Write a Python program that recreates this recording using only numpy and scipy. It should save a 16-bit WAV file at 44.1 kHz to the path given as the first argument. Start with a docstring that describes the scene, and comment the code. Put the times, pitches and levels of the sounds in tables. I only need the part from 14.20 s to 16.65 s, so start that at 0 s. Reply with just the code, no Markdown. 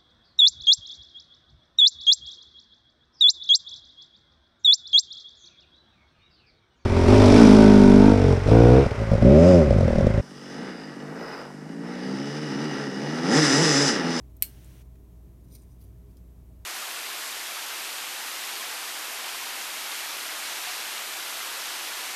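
"""One hard, bright snap rings in a small room; a soft hiss set in just before it lingers and stops.
Faint ticks precede and follow; later, parts slide, tap and rub, over steady hum and low rumble.
It is a small metal lamp-socket switch worked by hand over a workbench, close to the microphone.
Snap, shell and taps are sums of decaying sines; ticks, echoes, hiss and rumble are shaped noise;
slides and rubs are random slips through resonators; hum is a set of wavering sines."""
import sys
import numpy as np
from scipy import signal
from scipy.fft import rfft, irfft
from scipy.io import wavfile

SR = 44100
rng = np.random.default_rng(int(sys.argv[2]) if len(sys.argv) > 2 else 0)


def wrap_up_sound(samples):
    """Save the sound to the file named by the first command line argument, as 16-bit audio."""
    columns = np.atleast_2d(samples).T
    # keep every value between -1 and 1, then stretch to whole-number steps
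    tamed = np.clip(columns, -1, 1)
    steps = np.round(tamed * 32767).astype(np.int16)
    wavfile.write(sys.argv[1], SR, steps)


N = 108045
TIME = np.arange(N) / SR  # s


def from_db(db):
    """Decibels to gain, floored at -200 dB."""
    return np.exp(np.maximum(db, -200) * (np.log(10) / 20))


def rms_one(x):
    """Scale to unit rms."""
    return x / np.sqrt(np.mean(x ** 2) + 1e-20)


def coloured(x, colour):
    """Weight the spectrum by (frequency [Hz], level [dB per Hz]) points on a log axis; rms 1."""
    hz, db = np.transpose(colour)
    bins_hz = np.maximum(np.fft.rfftfreq(N, 1 / SR), 1)
    gain = from_db(np.interp(np.log(bins_hz), np.log(hz), db))
    return rms_one(irfft(rfft(x) * gain, N))


def noise(colour):
    """Gaussian noise with the given spectrum; rms 1."""
    return coloured(rng.standard_normal(N), colour)


def drift(rate_hz):
    """Slow random curve through 4 * rate_hz knots per second; rms 1."""
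    knots = rng.standard_normal(int(4 * rate_hz * N / SR) + 2)
    knot_times_s = np.linspace(0, N / SR, len(knots))
    return rms_one(np.interp(TIME, knot_times_s, knots))


def decay(start_s, t60_s):
    """Envelope that jumps to 1 and dies away exponentially."""
    return (TIME >= start_s) * from_db(-60 * np.clip((TIME - start_s) / t60_s, 0, 5))


def ring(start_s, modes, length_s=0.57):
    """Modes struck at one moment: decaying sines with alternating signs."""
    out = np.zeros(N)
    live = (TIME >= start_s) & (TIME < start_s + length_s)
    age_s = TIME[live] - start_s
    for k, (hz, db, t60_s) in enumerate(modes):
        envelope = from_db(db - 60 * age_s / t60_s)
        out[live] += (-1) ** k * envelope * np.sin(2 * np.pi * hz * age_s)
    return out


def background(rumble_db=-54, air_db=-72, waver_hz=5):
    """Mains hum and a machine's drone, each line wavering, over low rumble and the room's faint air."""
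    # hum and drone lines: (frequency [Hz], level [dB rms], waver [share of amplitude])
    hum_lines = [(40.5, -64, .2), (59.2, -49.5, .05), (122.8, -58, .6), (177, -64, .6), (237.5, -69.5, .6),
                 (314, -74, .7), (408, -72, .4), (641, -77.5, .4)]
    # background rumble spectrum: (frequency [Hz], level [dB per Hz])
    rumble_colour = [(20, -27.5), (34, -23.5), (48, -5), (72, 1), (100, 0.5), (150, -7), (200, -12),
                     (300, -11), (480, -22), (700, -25.5), (1000, -33), (1500, -45.5)]
    # quiet room air spectrum: (frequency [Hz], level [dB per Hz])
    air_colour = [(590, -33), (1000, -3), (1450, -11), (2350, -12), (2550, -15), (3770, -16), (4810, -21),
                  (5650, -17), (10100, -16), (12400, -10), (15800, -16)]
    hum = 0
    for hz, db, waver in hum_lines:
        swing = 1 + waver * (drift(waver_hz) + 1j * drift(waver_hz))  # amplitude and phase
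        swing = swing / np.sqrt(1 + 2 * waver ** 2)  # keeps the rms level
        carrier = np.exp(2j * np.pi * (hz * TIME + rng.random()))
        hum = hum + from_db(db) * np.sqrt(2) * np.real(swing * carrier)
    return hum + from_db(rumble_db) * noise(rumble_colour) + from_db(air_db) * noise(air_colour)


def ticks(t60_s=0.033, width_octaves=0.78, crest_db=9, skirt_db=-14, bass_db=-35):
    """Each light touch of the loose parts is a decaying noise burst around its own pitch."""
    # light ticks: (time [s], approximate peak level [dB], centre frequency [Hz])
    touches = [(0.167, -43.5, 13100), (0.4445, -45.5, 8300), (0.459, -53, 8700), (0.756, -54.5, 2350),
               (1.3503, -43, 13000), (1.3545, -56, 4400), (1.4195, -53, 8500), (1.97, -61, 6500)]
    out = np.zeros(N)
    width = 2 ** width_octaves  # frequency ratio
    for start_s, peak_db, hz in touches:
        colour = [(hz / 10, bass_db), (hz / width, skirt_db), (hz, 0), (hz * width, skirt_db)]
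        out += from_db(peak_db - crest_db) * decay(start_s, t60_s) * noise(colour)
    return out


def hiss(start_s=0.2055, end_s=0.635, fade_s=0.017, level_db=-61.5):
    """Even coloured noise, held between short linear fades."""
    # hiss spectrum: (frequency [Hz], level [dB per Hz])
    hiss_colour = [(400, 2), (900, -2), (3200, -2), (4900, -7.5), (5900, -3), (7400, -9), (8300, -5.5),
                   (14500, -6.5), (16000, -7)]
    held = np.clip(np.minimum(TIME - start_s, end_s - TIME) / fade_s, 0, 1)
    return from_db(level_db) * held * noise(hiss_colour)


def switch(low_cut_hz=1400, echo_delay_s=0.002):
    """Contact cracks and bounces, shell rings, bench and room answer; so small a part radiates little bass."""
    # switch-over and contact bounce: (time [s], level [dB])
    snaps = [(0.2235, -0.5), (0.2241, -13)]
    # broad, quickly damped snap resonances: (frequency [Hz], level [dB], t60 [s])
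    crack_modes = [(2280, -17.5, .0035), (3120, -20.5, 0.0036), (3875, -27.5, .006), (5300, -23.5, 0.0045),
                   (6800, -29.5, 0.0038), (8150, -13.5, 0.00399), (10750, -11, 0.004), (11950, -3, 0.0028),
                   (13690, -6, 0.0052)]
    # ringing modes of the metal shell: (frequency [Hz], level [dB], t60 [s])
    shell_modes = [(1590, -67, 0.73), (2100, -44.5, .05), (2250, -42.5, 0.1), (2842, -53.5, 0.24),
                   (2970, -46, .08), (3950, -49.5, .09), (5201, -62, .28), (8543, -29.5, .03),
                   (8750, -44, 0.14), (11200, -43, .1), (11540, -42, .12), (11680, -34.5, .115),
                   (12040, -38.5, .095), (12270, -46, 0.16), (12500, -49, .22), (13060, -46.5, 0.16),
                   (13698, -36.5, .11), (13926, -42.5, .15), (14410, -43.5, .12)]
    # one further shell mode: (frequency [Hz], level [dB], t60 [s])
    ping_mode = (4316, -37.5, .13)
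    # reflection spectrum: (frequency [Hz], level [dB per Hz])
    echo_colour = [(500, -29.5), (1300, -22.5), (2300, -8.5), (3400, -9), (5000, -8.5), (6700, -10),
                   (8400, -1.5), (9800, -5.5), (11700, -1), (13800, 0.5), (15800, -7.5)]
    start_s = snaps[0][0]
    crack = sum(from_db(db) * ring(snap_s, crack_modes) for snap_s, db in snaps)
    shell = ring(start_s, shell_modes + [ping_mode])
    arrival_s = start_s + echo_delay_s
    early = from_db(-22) * decay(arrival_s, 0.018) * noise(echo_colour)  # bench and hands
    late = from_db(-34) * decay(arrival_s, 0.165) * noise(echo_colour)  # room
    low_cut = signal.butter(2, low_cut_hz, "high", fs=SR, output="sos")
    return signal.sosfilt(low_cut, crack + shell + early + 1e-18) + late


def friction(pushes, modes):
    """Dense tiny slips excite resonances that wander in level as the contact moves; pushes swell and fade."""
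    edge_db = 16  # lost over one rise or fall time
    slips_per_s, slip_spread_db = 1700, 1
    shift_rate_hz, shift_db = 22, 1.8
    slip_now = rng.random(N) < slips_per_s / SR
    slip_size = from_db(slip_spread_db * rng.standard_normal(N))
    slips = slip_now * rng.choice([-1, 1], N) * slip_size
    body = 0
    for k, (hz, width_hz, db) in enumerate(modes):
        r = np.exp(-np.pi * width_hz / SR)  # pole radius
        poles = [1, -2 * r * np.cos(2 * np.pi * hz / SR), r * r]
        mode = (1 - r * r) * signal.lfilter([1, 0, -1], poles, slips + 1e-18)
        body = body + (-1) ** k * from_db(db + shift_db * drift(shift_rate_hz)) * mode
    push = 0
    for peak_s, db, rise_s, fall_s in pushes:
        distance = np.maximum((peak_s - TIME) / rise_s, (TIME - peak_s) / fall_s)
        push = push + from_db(db - edge_db * distance)
    return push * rms_one(body)


def slides():
    """Metal slides on metal: friction through the sliding parts' resonances."""
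    # slides: (time of hardest push [s], level [dB], rise [s], fall [s])
    slide_pushes = [(1.246, -69, 0.0044, 0.022), (1.286, -70, 0.0046, 0.025), (1.312, -73, .005, .025),
                    (1.326, -65, 0.018, 0.035), (1.352, -56.5, 0.034, 0.04), (1.3542, -54, 0.0023, 0.0058),
                    (1.395, -70, 0.036, 0.044), (1.422, -66, 0.0056, 0.025), (1.52, -71, 0.06, 0.053)]
    # resonances of the sliding parts: (frequency [Hz], width [Hz], level [dB])
    slide_modes = [(2280, 300, -14.5), (3840, 360, -11), (5040, 420, -9), (5980, 140, -3.5),
                   (6800, 420, -12), (9010, 290, -1), (10500, 600, -9.5), (11500, 1100, -13),
                   (12800, 400, -9), (14000, 670, -12), (14350, 450, -5)]
    return friction(slide_pushes, slide_modes)


def taps():
    """Taps as the grip changes; each rings the socket's body briefly."""
    # taps: (time [s], level [dB])
    tap_hits = [(1.611, -69.5), (1.9695, -62.5)]
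    # modes of the tapped body: (frequency [Hz], level [dB], t60 [s])
    tap_modes = [(3190, -8, 0.055), (4070, -7, .02), (4750, -3, 0.033), (5230, -5, .06), (7000, -5, .012),
                 (9200, -1, .012), (10500, -2, .03), (12600, -2, .012), (14200, 2, .028)]
    return sum(from_db(db) * ring(start_s, tap_modes) for start_s, db in tap_hits)


def rubs():
    """The grip shifts and rubs: friction through the socket's resonances."""
    # rubs: (time of hardest push [s], level [dB], rise [s], fall [s])
    rub_pushes = [(1.615, -60.5, 0.018, 0.026), (1.642, -67.5, .025, 0.05), (1.7, -79, .05, 0.063),
                  (1.91, -73, 0.033, 0.046), (1.9705, -67, .0016, 0.023)]
    # resonances of the rubbed socket: (frequency [Hz], width [Hz], level [dB])
    rub_modes = [(3280, 930, -7), (4680, 240, 0), (5960, 1100, -5.5), (8940, 350, -1.5), (9900, 640, -4),
                 (11200, 300, 3), (12400, 390, 0), (14000, 480, 2), (14600, 500, 0)]
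    return friction(rub_pushes, rub_modes)


def scene():
    """Sum of all sources at one microphone."""
    handling = ticks() + slides() + taps() + rubs()
    return (background() + hiss() + switch() + handling)[None]


def record(dry, cutoff_hz=15900):
    """Steep elliptic low-pass cuts the top."""
    low_pass = signal.ellip(10, 0.1, 80, cutoff_hz, fs=SR, output="sos")
    return signal.sosfilt(low_pass, dry)


dry = scene()
out = record(dry)
wrap_up_sound(out)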